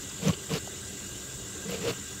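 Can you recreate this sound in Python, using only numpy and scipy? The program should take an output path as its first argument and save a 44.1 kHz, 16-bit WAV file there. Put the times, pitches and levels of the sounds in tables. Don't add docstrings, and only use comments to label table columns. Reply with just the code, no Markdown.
import sys
import numpy as np
from scipy import signal
from scipy.fft import rfft, irfft, next_fast_len
from scipy.io import wavfile
from scipy.ndimage import uniform_filter1d

SR = 44100
rng = np.random.default_rng(int(sys.argv[2]) if len(sys.argv) > 2 else 0)


def wrap_up_sound(samples):
    columns = np.atleast_2d(samples).T
    tamed = np.clip(columns, -1, 1)
    steps = np.round(tamed * 32767).astype(np.int16)
    wavfile.write(sys.argv[1], SR, steps)


N = 97020

# start_s, level_db
TABLE_CURVES = [
    [(0.21, -50), (0.222, -50), (0.23, -29), (0.236, -30), (0.25, -42), (0.274, -18), (0.283, -32),
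     (0.292, -19.5), (0.302, -21.5), (0.312, -30), (0.32, -51.5), (0.35, -53.0)],
    [(0.49, -51), (0.503, -43), (0.512, -32), (0.522, -36), (0.536, -26), (0.542, -28), (0.551, -41),
     (0.56, -33), (0.59, -53.0)],
    [(1.64, -55), (1.664, -41), (1.674, -47), (1.692, -37), (1.724, -48), (1.748, -41), (1.768, -48),
     (1.782, -43), (1.8, -48), (1.822, -41), (1.845, -47), (1.86, -41), (1.885, -42), (1.915, -35),
     (1.95, -50)],
]
TABLE_PITCHES_HZ = [174.3, 170.5, 181.5]
# start_s, level_db, pitch_hz
BED_CURVES = [
    [(0.21, -45, 469), (0.246, -40, 472), (0.256, -30.2, 461), (0.27, -38.6, 445), (0.282, -29.1, 510),
     (0.292, -35.3, 526), (0.302, -33.4, 514), (0.308, -38.8, 487), (0.316, -54.6, 459), (0.33, -42.3, 403),
     (0.35, -55.0, 369)],
    [(0.49, -53, 492), (0.505, -36.5, 449), (0.518, -33.5, 460), (0.526, -40.2, 438), (0.536, -37.1, 441),
     (0.544, -38.9, 482), (0.558, -32.8, 449), (0.572, -36.6, 434), (0.59, -55.0, 370)],
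    [(1.64, -55.0, 400), (1.664, -43, 440), (1.686, -47.5, 482), (1.692, -38.9, 491), (1.708, -41.3, 478),
     (1.738, -35, 480), (1.752, -37, 420), (1.774, -47, 484), (1.79, -43, 489), (1.803, -47, 430),
     (1.834, -40.0, 424), (1.852, -32.3, 459), (1.866, -34.5, 480), (1.876, -28.0, 473),
     (1.912, -36.2, 449), (1.92, -43.5, 433), (1.932, -42.9, 413), (1.945, -54, 415)],
]
# start_s, level_db
LOOSE_CURVES = [
    [(0.21, -46), (0.254, -35.5), (0.284, -33.5), (0.306, -37), (0.318, -46), (0.324, -45), (0.346, -42),
     (0.35, -51)],
    [(0.49, -42.5), (0.536, -34.5), (0.546, -33.5), (0.562, -32), (0.574, -37.5), (0.584, -38), (0.59, -53)],
    [(1.64, -58), (1.676, -50), (1.698, -38.5), (1.718, -39), (1.728, -41.5), (1.744, -38), (1.8, -47),
     (1.816, -41), (1.848, -39.5), (1.88, -34), (1.914, -34.5), (1.922, -53), (1.93, -40), (1.95, -43)],
]
# freq_hz, density_db_per_hz
RATTLE_SPECTRUM = [(350, -4.5), (600, -10), (953, -13.5), (1190, -10), (1740, -15.5), (2760, -8.5),
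                   (4210, -14), (6330, -17.5), (9390, -29.5), (12300, -25.5), (15600, -35)]
# start_s, length_s, level_db, pitch_hz
STAND_JOLTS = [(0.277, 0.042, -28, 107), (0.53, 0.032, -37.5, 107), (1.851, 0.028, -39, 100),
               (1.899, 0.03, -36, 115)]
# start_s, level_db, ring_hz, ring_t60_s
METAL_TICKS = [(.2818, -26, 6200, .018), (.5357, -28, 4840, .03), (1.155, -40, 1100, .015),
               (1.716, -40, 2730, .025), (1.741, -38, 2740, .05), (1.8749, -36, 3070, .04),
               (1.903, -34, 4400, .04)]
# start_s, length_s, level_db, pitch_hz
SMALL_SOUNDS = [(.095, .006, -45, 4940), (.294, .017, -36.5, 1070), (.322, .008, -42, 2950),
                (.334, .015, -42, 2950), (.332, .014, -48, 4450), (.508, .014, -44, 1080),
                (.576, .014, -45, 4450), (.6735, .005, -38.5, 670), (1.705, .005, -42, 13000)]
# pitch_hz, width_hz, level_db
CASING_MODES = [(78.3, 33.95, -52.5), (120.7, 38.6, -52.5), (194.6, 24.06, -52.5), (288, 31.8, -56.5),
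                (379.3, 56.2, -56.5), (1976, 66.5, -61.5), (3486, 88, -58.5), (3795, 145, -59)]
# pitch_hz, width_hz, level_db
THIN_WHINES = [(1595.5, 23.5, -59), (2852, 40.7, -62)]
# pitch_hz, width_hz, level_db
HISS_MODES = [(6280, 150, -63), (6770, 41, -57.5), (7020, 55, -54.5), (7355, 510, -47.5),
              (7770, 150, -57.5), (8105, 240, -53)]
# freq_hz, density_db_per_hz
IDLE_SPECTRUM = [(15, -61), (25, -11), (110, -2.5), (246, -10), (389, -5.5), (850, -18), (1420, -14.5),
                 (1580, -10.5), (1710, -17), (2430, -19), (2780, -13.5), (5020, -16.5), (7120, -9),
                 (9080, -22.5), (15600, -25)]
# freq_hz, level_db
SIDE_SPECTRUM = [(5000, -76), (8000, -59.5), (10000, -39), (11500, -5.5), (15000, -5)]

TABLE_ROUGH, BED_ROUGH = 0.38, 0.6
RATTLES_PER_S = 2700
SHAFT_HZ, THROB_DEPTH, THROB_START_TURNS = 43.2, 0.3, 0.14
WHINE_RISE_DB = 5
IDLE_DB = -43
EDGE_HZ = 15740


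def amp(db):
    return 10 ** (np.asarray(db) / 20)


def evened(x):
    return x / np.sqrt(np.mean(x ** 2) + 1e-20)


def read(points, hz):
    f, value = np.transpose(points)
    return np.interp(np.log(hz + 1), np.log(f + 1), value)


def add(mix, start_s, sound):
    part = mix[round(start_s * SR):][:len(sound)]
    part += sound[:len(part)]


def colour(x, points):
    size = next_fast_len(len(x) + 512)
    gain = amp(read(points, np.fft.rfftfreq(size, 1 / SR)))
    return irfft(rfft(x, size) * gain, size)[:len(x)]


def resonate(x, hz, width_hz):
    turn = np.exp(2j * np.pi * np.cumsum(hz * np.ones(len(x))) / SR)
    r = np.exp(-np.pi * width_hz / SR)
    smooth = signal.lfilter([1 - r], [1, -r], x / turn + 1e-18)
    return 2 * (turn * smooth).real


def shake(hz, rough, width_hz):
    swing = np.sqrt(2) * np.sin(2 * np.pi * np.cumsum(hz) / SR)
    noise = rng.standard_normal(len(hz))
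    jolts = resonate(resonate(noise, hz, width_hz), hz, width_hz)
    return np.sqrt(1 - rough ** 2) * swing + rough * evened(jolts)


def unroll(rows):
    s, db, *rest = np.transpose(rows)
    t = np.arange(s[0], s[-1], 1 / SR)
    level = amp(np.interp(t, s, db)) * signal.windows.tukey(len(t), 0.15)
    return [level] + [np.interp(t, s, col) for col in rest]


def table(rows, hz):
    level, = unroll(rows)
    s, db = np.transpose(rows)
    dips_s = s[signal.argrelmin(db)[0]] - s[0]
    turnovers = np.searchsorted(dips_s, np.arange(len(level)) / SR)
    way = uniform_filter1d((-1.) ** turnovers, size=180)
    return s[0], way * level * shake(hz + 0 * level, TABLE_ROUGH, 90)


def bed(rows):
    level, hz = unroll(rows)
    return rows[0][0], level * shake(hz, BED_ROUGH, 250)


def rattle(rows):
    level, = unroll(rows)
    size_db = 3.5 * np.minimum(rng.exponential(1, len(level)), 3.5)
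    size = amp(size_db) * rng.choice([-1, 1], len(level))
    clicks = (rng.random(len(level)) < RATTLES_PER_S / SR) * size
    scrape = 0.76 * rng.standard_normal(len(level))
    return rows[0][0], level * evened(colour(evened(clicks) + scrape, RATTLE_SPECTRUM))


def jolt(start_s, length_s, db, hz):
    t = np.arange(0, length_s, 1 / SR)
    return start_s, amp(db) * signal.windows.tukey(len(t), 0.7) * shake(hz + 0 * t, 0.59, 60)


def tick(start_s, db, hz, t60_s):
    t = np.arange(0, 0.08, 1 / SR)
    crack = evened(colour(rng.standard_normal(len(t)), RATTLE_SPECTRUM)) * amp(-60 * t / 0.03)
    ring = shake(hz + 0 * t, 1.0, hz * 0.12) * amp(-60 * t / t60_s)
    attack = np.minimum(t / 0.0012, 1)
    return start_s, amp(db) * attack * (crack + ring)


def small_sound(start_s, length_s, db, hz):
    t = np.arange(0, length_s, 1 / SR)
    return start_s, amp(db) * signal.windows.tukey(len(t), 0.4) * shake(hz + 0 * t, 0.7, hz * 0.2)


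def mechanism():
    out = np.zeros(N)
    for source, rows in ((tick, METAL_TICKS), (small_sound, SMALL_SOUNDS), (jolt, STAND_JOLTS)):
        for row in rows:
            add(out, *source(*row))
    for swing, hz, ring, loose in zip(TABLE_CURVES, TABLE_PITCHES_HZ, BED_CURVES, LOOSE_CURVES):
        add(out, *table(swing, hz))
        add(out, *bed(ring))
        add(out, *rattle(loose))
    return signal.sosfilt(signal.butter(2, 70, "high", fs=SR, output="sos"), out)


def motor():
    turns = SHAFT_HZ * np.arange(N) / SR + THROB_START_TURNS
    throb = 1 + THROB_DEPTH * np.sin(2 * np.pi * turns)
    rise = amp(WHINE_RISE_DB * np.linspace(-0.5, 0.5, N))
    casing = whines(CASING_MODES, 2.2, 0.71)
    thin = rise * whines(THIN_WHINES, 2.4, 0.6)
    hiss = throb * whines(HISS_MODES, 0.72, 0.92)
    return rumble() + casing + thin + hiss


def drift(seconds):
    size = round(seconds * SR)
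    return evened(uniform_filter1d(uniform_filter1d(rng.standard_normal(N), size), size))


def whines(modes, waver_db, rough):
    out = np.zeros(N)
    for hz, width_hz, db in modes:
        level = amp(db + waver_db * drift(0.022))
        pitch_hz = hz + 0.25 * width_hz * drift(0.04055)
        out += level * shake(pitch_hz, rough, width_hz * 1.52)
    return out


def rumble():
    frames = N // 128 + 5
    a, b, patches = rng.standard_normal((frames, 257, 3)).T
    patches = evened(uniform_filter1d(uniform_filter1d(patches, 6, 0), 18, 1))
    grid = (a + 1j * b) * amp(1.87 * patches)
    x = signal.istft(grid, nperseg=512, noverlap=384)[1][:N]
    return amp(IDLE_DB) * evened(colour(x, IDLE_SPECTRUM))


def side_of(mid):
    hz, _, z = signal.stft(mid, SR, nperseg=256)
    phases = np.exp(2j * np.pi * rng.random(z.shape))
    z = abs(z) * phases * amp(read(SIDE_SPECTRUM, hz))[:, None]
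    return signal.istft(z, SR, nperseg=256)[1][:N]


def scene():
    mid = mechanism() + motor()
    side = side_of(mid)
    return np.array([mid + side, mid - side])


def record(dry):
    edge = signal.firwin(1023, EDGE_HZ, window=("kaiser", 9), fs=SR)
    return signal.oaconvolve(dry, edge[None], "same")


dry = scene()
out = record(dry)
wrap_up_sound(out)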